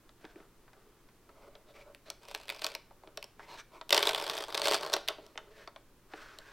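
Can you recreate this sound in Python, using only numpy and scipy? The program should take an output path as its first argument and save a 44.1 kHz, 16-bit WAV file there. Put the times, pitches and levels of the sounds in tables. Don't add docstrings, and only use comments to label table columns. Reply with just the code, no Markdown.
import sys
import numpy as np
from scipy import signal
from scipy.fft import rfft, irfft, next_fast_len
from scipy.io import wavfile

SR = 44100
rng = np.random.default_rng(int(sys.argv[2]) if len(sys.argv) > 2 else 0)


def dump(signal):
    limited = np.clip(np.atleast_2d(signal).T, -1, 1)
    pcm = np.round(limited * 32767).astype(np.int16)
    wavfile.write(sys.argv[1], SR, pcm)


N = 287532
TIME_S = np.arange(N) / SR


def from_db(db):
    return 10 ** (np.asarray(db) / 20)


def unit_rms(x):
    return x / np.sqrt(np.mean(x ** 2) + 1e-20)


def add(track, time_s, sound):
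    at = max(round(time_s * SR), 0)
    track[at:at + len(sound)] += sound[:max(N - at, 0)]


def at_hz(table, hz):
    knots_hz, values = np.transpose(table)
    return np.interp(np.log(hz + 1), np.log(knots_hz), values)


def bandpass(x, low_hz, high_hz, order):
    sos = signal.butter(order, [low_hz, min(high_hz, .45 * SR)], "band", fs=SR, output="sos")
    return signal.sosfilt(sos, x)


def colour(x, spectrum):
    size = next_fast_len(N + SR // 2, real=True) // 2 * 2
    gain = from_db(at_hz(spectrum, np.fft.rfftfreq(size, 1 / SR)))
    cepstrum = irfft(np.log(gain))
    cepstrum[1:size // 2] *= 2
    cepstrum[size // 2 + 1:] = 0
    response = np.exp(rfft(cepstrum))
    return unit_rms(irfft(rfft(x, size) * response)[:N])


def resonate(x, modes):
    for hz, width_hz, boost_db in modes:
        damping = np.pi * width_hz / SR
        tuning = -2 * np.cos(2 * np.pi * hz / SR)
        peak, dip = damping * from_db(max(boost_db, 0)), damping * from_db(max(-boost_db, 0))
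        x = signal.lfilter([1 + peak, tuning, 1 - peak], [1 + dip, tuning, 1 - dip], x + 1e-18)
    return x


def flicker(rate_hz, depth_db):
    knots = rng.standard_normal(N // 20)
    return from_db(depth_db * np.interp(TIME_S * rate_hz, np.arange(len(knots)), knots))


def slips(rate_hz, spread_db):
    sizes = from_db(spread_db * np.minimum(rng.exponential(1, N), 3.5))
    return (rng.random(N) < rate_hz / SR) * sizes * rng.choice([-1, 1], N)


def burst(t60_s, hz, spread, order=3, rise_s=0.00025):
    t = TIME_S[:SR // 8]
    envelope = from_db(-60 * t / t60_s) * (1 - np.exp(-t / rise_s))
    ring = bandpass(rng.choice([-1, 1], len(t)) * envelope, hz / spread, hz * spread, order)
    return ring * np.sqrt(SR / 200 / np.sum(ring ** 2))


# (frequency [Hz], relative level [dB])
AIR_SPECTRUM = [(15, -2), (28, -2), (48, -12.5), (100, -16.5), (220, -16.5), (380, -14.5), (650, -24.5),
                (1100, -23.5), (2200, -30.5), (4500, -33.5), (8000, -35.5), (16000, -36)]
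# (frequency [Hz], left-right correlation [0..1])
AIR_CORRELATION = [(30, 1), (70, 0.81), (200, 0.97), (550, 0.96), (1650, 0.98), (5000, 0.36), (15000, .05)]
def room_tone(air_db=-62, hum_db=-77, hum_hz=123.4):
    hz = np.fft.rfftfreq(N, 1 / SR)
    correlation = np.clip(at_hz(AIR_CORRELATION, hz), 0, 1)
    mid, side = rfft(rng.standard_normal((2, N))) * from_db(at_hz(AIR_SPECTRUM, hz))
    air = irfft(np.sqrt(1 + correlation) * mid + np.sqrt(1 - correlation) * side * [[1], [-1]], N)
    hum = np.sin(2 * np.pi * hum_hz * TIME_S)
    return from_db(air_db) * unit_rms(air) + from_db(hum_db) * unit_rms(hum)


# (time [s], knock level [dB], knock pitch [Hz], click level [dB])
CONTACTS = [(.092, -61.5, 1000, -59.5), (.243, -50, 280, -53), (.251, -53.5, 720, -49.5),
            (0.358, -52, 290, -58), (0.402, -55.5, 300, -59), (0.679, -59, 1190, -80),
            (.732, -59, 1190, -65), (1.087, -63, 1320, -66), (1.2917, -54.5, 850, -65),
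            (1.5526, -57, 700, -53.5), (2.908, -54, 810, -68), (3.035, -53, 620, -65),
            (3.0737, -55, 630, -55.5), (3.175, -45, 624, -44.5), (3.3942, -45.5, 1000, -63),
            (3.812, -43, 930, -45.5), (5.1829, -48, 434, -59), (5.356, -52.5, 470, -54.5),
            (5.376, -40, 1100, -38), (5.675, -46, 800, -45.5), (5.7608, -49.5, 810, -50),
            (6.136, -43, 520, -44)]
def taps():
    out = np.zeros(N)
    for time_s, knock_db, knock_hz, click_db in CONTACTS:
        click_hz = 2230 * (knock_hz / 745) ** 0.55
        click = from_db(click_db) * burst(t60_s=0.015, hz=click_hz, spread=1.94)
        knock = from_db(knock_db) * burst(t60_s=0.055, hz=knock_hz, spread=1.54, order=2)
        add(out, time_s, click + knock)
    return out


# (frequency [Hz], width [Hz], boost [dB])
CASING_MODES = [(322, 20.6, 10), (425.7, 80, 9.5), (514.6, 26, -11.5), (564, 30.6, 8), (641, 53.5, 6.5),
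                (912, 77, 4.5), (1084, 77, 3.5), (1564, 24, 5)]
FILM_MODES = [(2220, 640, 0), (2824, 50, -5), (3540, 65, 2.5), (4330, 430, 1), (6560, 950, -2),
              (8220, 540, 4)]
def plastic_ring(x, low_hz=1186, high_hz=8930, q=290, depth_db=3.5, count=44):
    steps = np.arange(count) + rng.uniform(-0.38, 0.36, count)
    minor_hz = low_hz * (high_hz / low_hz) ** (steps / count)
    minor_modes = [(hz, hz / q, depth_db * (-1) ** k) for k, hz in enumerate(minor_hz)]
    return resonate(x, CASING_MODES + FILM_MODES + minor_modes)


def room_reverb(x, wet_db=-18, t60_s=0.38):
    t = TIME_S[:SR // 2]
    echoes = rng.standard_normal(len(t)) * from_db(-60 * t / t60_s) * (t > .004)
    echoes = bandpass(echoes, low_hz=200, high_hz=3570, order=1)
    echoes /= np.sqrt(np.sum(echoes ** 2))
    return x + from_db(wet_db) * signal.fftconvolve(x, echoes)[:N]


# (frequency [Hz], relative level [dB])
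RUB_CASING_SPECTRUM = [(80, -16.5), (160, -10), (240, -18), (400, -2.5), (1000, -1), (1400, 3.5),
                       (2500, -27.5)]
RUB_FILM_SPECTRUM = [(700, -11.5), (1450, 3.5), (2300, -0.5), (4000, -6), (6000, -9), (9000, -21),
                     (16000, -29.5)]
# (start [s], end [s], casing level [dB], casing ring [Hz], film level [dB], film ring [Hz])
RUB_STROKES = [(0.184, 0.355, -63, 710, -62.5, 1460), (.34, 0.487, -60, 290, -67.5, 1240),
               (0.656, 1.083, -69.5, 360, -76, 1160), (1.259, 1.686, -60, 540, -71.5, 2090),
               (1.665, 1.728, -58, 605, -63, 3770), (1.731, 1.849, -55.5, 595, -56.5, 2310),
               (1.835, 1.936, -55.5, 600, -74, 3900), (2.05, 2.147, -59, 600, -58, 4100),
               (2.98, 3.3, -66, 417, -83, 2371), (3.379, 3.523, -58, 943, -59.5, 2091),
               (3.466, 3.601, -51, 960, -53, 4090), (3.571, 3.634, -72.5, 638, -50, 5970),
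               (3.704, 3.815, -53, 980, -62, 2300), (5.135, 5.371, -62, 470, -67, 4190),
               (5.3, 5.707, -62.5, 441, -71, 1280), (5.503, 5.73, -69.5, 540, -60, 1796),
               (6.083, 6.418, -55, 1294, -52.5, 1360), (6.366, 6.77, -58.5, 1130, -55, 1580)]
def rubbing(casing_width_hz=100, film_width_hz=200, boost_db=10, casing_trim_db=-5, film_trim_db=-0.5):
    friction = slips(rate_hz=4900, spread_db=1) * flicker(rate_hz=50, depth_db=2.4)
    low, high = colour(friction, RUB_CASING_SPECTRUM), colour(friction, RUB_FILM_SPECTRUM)
    out = np.zeros(N)
    for start_s, end_s, casing_db, casing_hz, film_db, film_hz in RUB_STROKES:
        active = (TIME_S > start_s) & (TIME_S < end_s)
        progress = (TIME_S[active] - start_s) / (end_s - start_s)
        speed = np.sin(np.pi / 2 * np.interp(progress, [0, .38, 1], [0, 1, 0]))
        casing = unit_rms(resonate(low[active], [(casing_hz, casing_width_hz, boost_db)]))
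        film = unit_rms(resonate(high[active], [(film_hz, film_width_hz, boost_db)]))
        out[active] += speed * from_db(casing_db + casing_trim_db) * casing
        out[active] += speed * from_db(film_db + film_trim_db) * film
    return out


# (time [s], level [dB], pitch [Hz])
BUCKLES = [(1.9476, -51, 2970), (2.1012, -36, 4320), (2.2846, -50, 3300), (2.3477, -34, 3270),
           (2.4818, -45, 2900), (2.4917, -37, 2800), (2.4999, -33.5, 2650), (2.6189, -38, 2750),
           (2.6436, -28, 3440), (2.665, -31.5, 3800), (2.75, -34.5, 3240), (3.1731, -39, 3600),
           (3.2266, -42.5, 3170), (3.2418, -44.5, 3520), (3.8928, -38.5, 4070), (3.9057, -26, 3330),
           (3.926, -16.5, 3300), (3.9447, -22, 3760), (3.9593, -38, 3900), (3.9648, -28, 3190),
           (3.9769, -20.5, 2990), (4.0269, -24.5, 3070), (4.0548, -36, 3670), (4.0717, -24, 2790),
           (4.0913, -26.5, 3150), (4.1468, -28.5, 2830), (4.2974, -32, 3060), (4.3776, -36, 2700),
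           (4.5451, -32.5, 3400), (4.5495, -32.5, 3600), (4.5759, -29.5, 3400), (4.6171, -30, 3600),
           (4.6825, -34, 3800), (4.7341, -29, 3600), (4.7447, -33, 4130), (4.8319, -38.5, 3300),
           (4.863, -40.5, 3000), (4.9307, -32.5, 3676), (4.935, -36.5, 4008), (4.9369, -22.5, 3900),
           (4.9649, -36, 3170), (5.0773, -37.5, 2900), (5.0845, -26, 3200), (5.2645, -55.5, 4040),
           (6.3868, -46, 3370)]
def film_snaps(jerks, casing_gain, typical_db=-29):
    out = np.zeros(N)
    for time_s, level_db, pitch_hz in BUCKLES + jerks:
        excess_db = level_db - typical_db
        crack = burst(t60_s=0.013, hz=9900, spread=1.43, order=2, rise_s=0.0001)
        crack *= from_db(-42.5 + 0.84 * excess_db)
        ring_t60_s = 0.0098 * from_db(0.41 * excess_db)
        ring = from_db(level_db - 1) * burst(ring_t60_s, pitch_hz, spread=1.655, rise_s=0.0012)
        taut_gain = from_db(-1.5) * np.interp(time_s, TIME_S, casing_gain)
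        knock = (from_db(level_db - 11.5) + taut_gain) * burst(t60_s=0.046, hz=854, spread=1.91)
        add(out, time_s, crack + ring + knock)
    return out


# (time [s], pitch [Hz])
FLAP_PITCH = [(2.8, 2600), (3.9, 2550), (4.08, 3490), (4.45, 3340), (4.7, 4650), (5.1, 3640)]
def flap_ring(x, width_hz=250, boost_db=5.5, block=256):
    out, state = x.copy(), np.zeros(2)
    radius = np.exp(-np.pi * width_hz / SR)
    gain = (from_db(boost_db) - 1) * (1 - radius ** 2) / 2
    pitch_hz = np.interp(TIME_S[::block], *np.transpose(FLAP_PITCH))
    for i, hz in zip(range(0, N, block), pitch_hz):
        poles = [1, -2 * radius * np.cos(2 * np.pi * hz / SR), radius ** 2]
        ring, state = signal.lfilter([1, 0, -1], poles, x[i:i + block] + 1e-18, zi=state)
        out[i:i + block] += gain * ring
    return out


# (start [s], end [s], film level [dB], casing level [dB], fall [dB/s])
HAND_PULLS = [(2.213, 2.292, -65, -62, -4), (2.286, 2.482, -52.5, -53, 64), (2.492, 2.619, -54, -55, 23),
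              (2.621, 2.766, -48.5, -52, 83), (3.916, 4.134, -39, -37.5, 19.5),
              (4.151, 4.444, -44, -41.5, 13), (4.469, 4.615, -54, -48, -55), (4.629, 4.763, -33.5, -35, 17),
              (4.791, 4.927, -51.5, -43, 4), (4.923, 4.97, -45, -39.5, -4), (5.082, 5.113, -52, -43, 4)]
def pull_gains(attack_s=0.004, release_db_per_s=320):
    gains = np.zeros((2, N))
    for start_s, end_s, film_db, casing_db, fall_db_per_s in HAND_PULLS:
        attack = np.clip((TIME_S - start_s) / attack_s, 0, 1)
        fall_db = fall_db_per_s * np.clip(TIME_S - start_s, 0, end_s - start_s)
        fall_db += release_db_per_s * np.maximum(TIME_S - end_s, 0)
        gains = np.maximum(gains, from_db([[film_db], [casing_db]]) * attack * from_db(-fall_db))
    return gains


def glue_jerks(film_gain, gap_s=0.019, over_pull_db=4, spread_db=1.5, centre_hz=3800):
    jerks = []
    for start_s, end_s, *_ in HAND_PULLS:
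        gap_scatter, level_scatter, pitch_scatter = rng.standard_normal((64, 3)).T
        times_s = start_s + np.cumsum(gap_s * np.exp(.3 * gap_scatter))
        pull_db = 20 * np.log10(np.interp(times_s, TIME_S, film_gain) + 1e-9)
        levels_db = pull_db + over_pull_db + spread_db * np.clip(level_scatter, -2, 1)
        pitches_hz = centre_hz * np.exp(.12 * pitch_scatter)
        jerks += [row for row in zip(times_s, levels_db, pitches_hz) if row[0] < end_s]
    return jerks


def glue_surge(snaps, peak_db=4.5, fall_db_per_s=419, stuck_db=-1):
    times_s = np.sort([0] + [time_s for time_s, *_ in snaps])
    since_snap_s = TIME_S - times_s[np.searchsorted(times_s, TIME_S, side="right") - 1]
    return from_db(np.maximum(peak_db - fall_db_per_s * since_snap_s, stuck_db))


# (frequency [Hz], relative level [dB])
RASP_CASING_SPECTRUM = [(100, -22.5), (160, -12.5), (240, -21.5), (330, -13.5), (450, -2.5), (800, -2.5),
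                        (1150, -1), (1700, -15), (3000, -45.5)]
RASP_FILM_SPECTRUM = [(700, -22.5), (1400, -8), (2200, -1), (3400, 1), (5000, -6), (6800, -11),
                      (10000, -15.5), (16000, -25.5)]
TICK_SPECTRUM = [(1000, -7), (3500, -0.5), (5500, -0.5), (8000, -13), (16000, -15.5)]
def glue_crackle(film_gain, casing_gain):
    rasp = slips(rate_hz=2200, spread_db=5) * flicker(rate_hz=99, depth_db=0.81)
    patches = slips(rate_hz=90, spread_db=-0.5)
    ticks = signal.fftconvolve(patches, burst(t60_s=0.006, hz=4000, spread=4, order=1))[:N]
    casing = from_db(-7.5) * colour(rasp, RASP_CASING_SPECTRUM)
    film = from_db(-4) * colour(rasp, RASP_FILM_SPECTRUM) + from_db(-7) * colour(ticks, TICK_SPECTRUM)
    return casing_gain * casing + film_gain * film


def scene():
    film_gain, casing_gain = pull_gains()
    jerks = glue_jerks(film_gain)
    snaps = film_snaps(jerks, casing_gain)
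    crackle = glue_surge(BUCKLES + jerks) * glue_crackle(film_gain, casing_gain)
    plastic = plastic_ring(flap_ring(snaps + crackle) + taps() + rubbing())
    return room_reverb(plastic) + room_tone()


def record(dry, cutoff_hz=16000):
    return signal.sosfilt(signal.ellip(10, .1, 70, cutoff_hz, fs=SR, output="sos"), dry)


dry = scene()
out = record(dry)
dump(out)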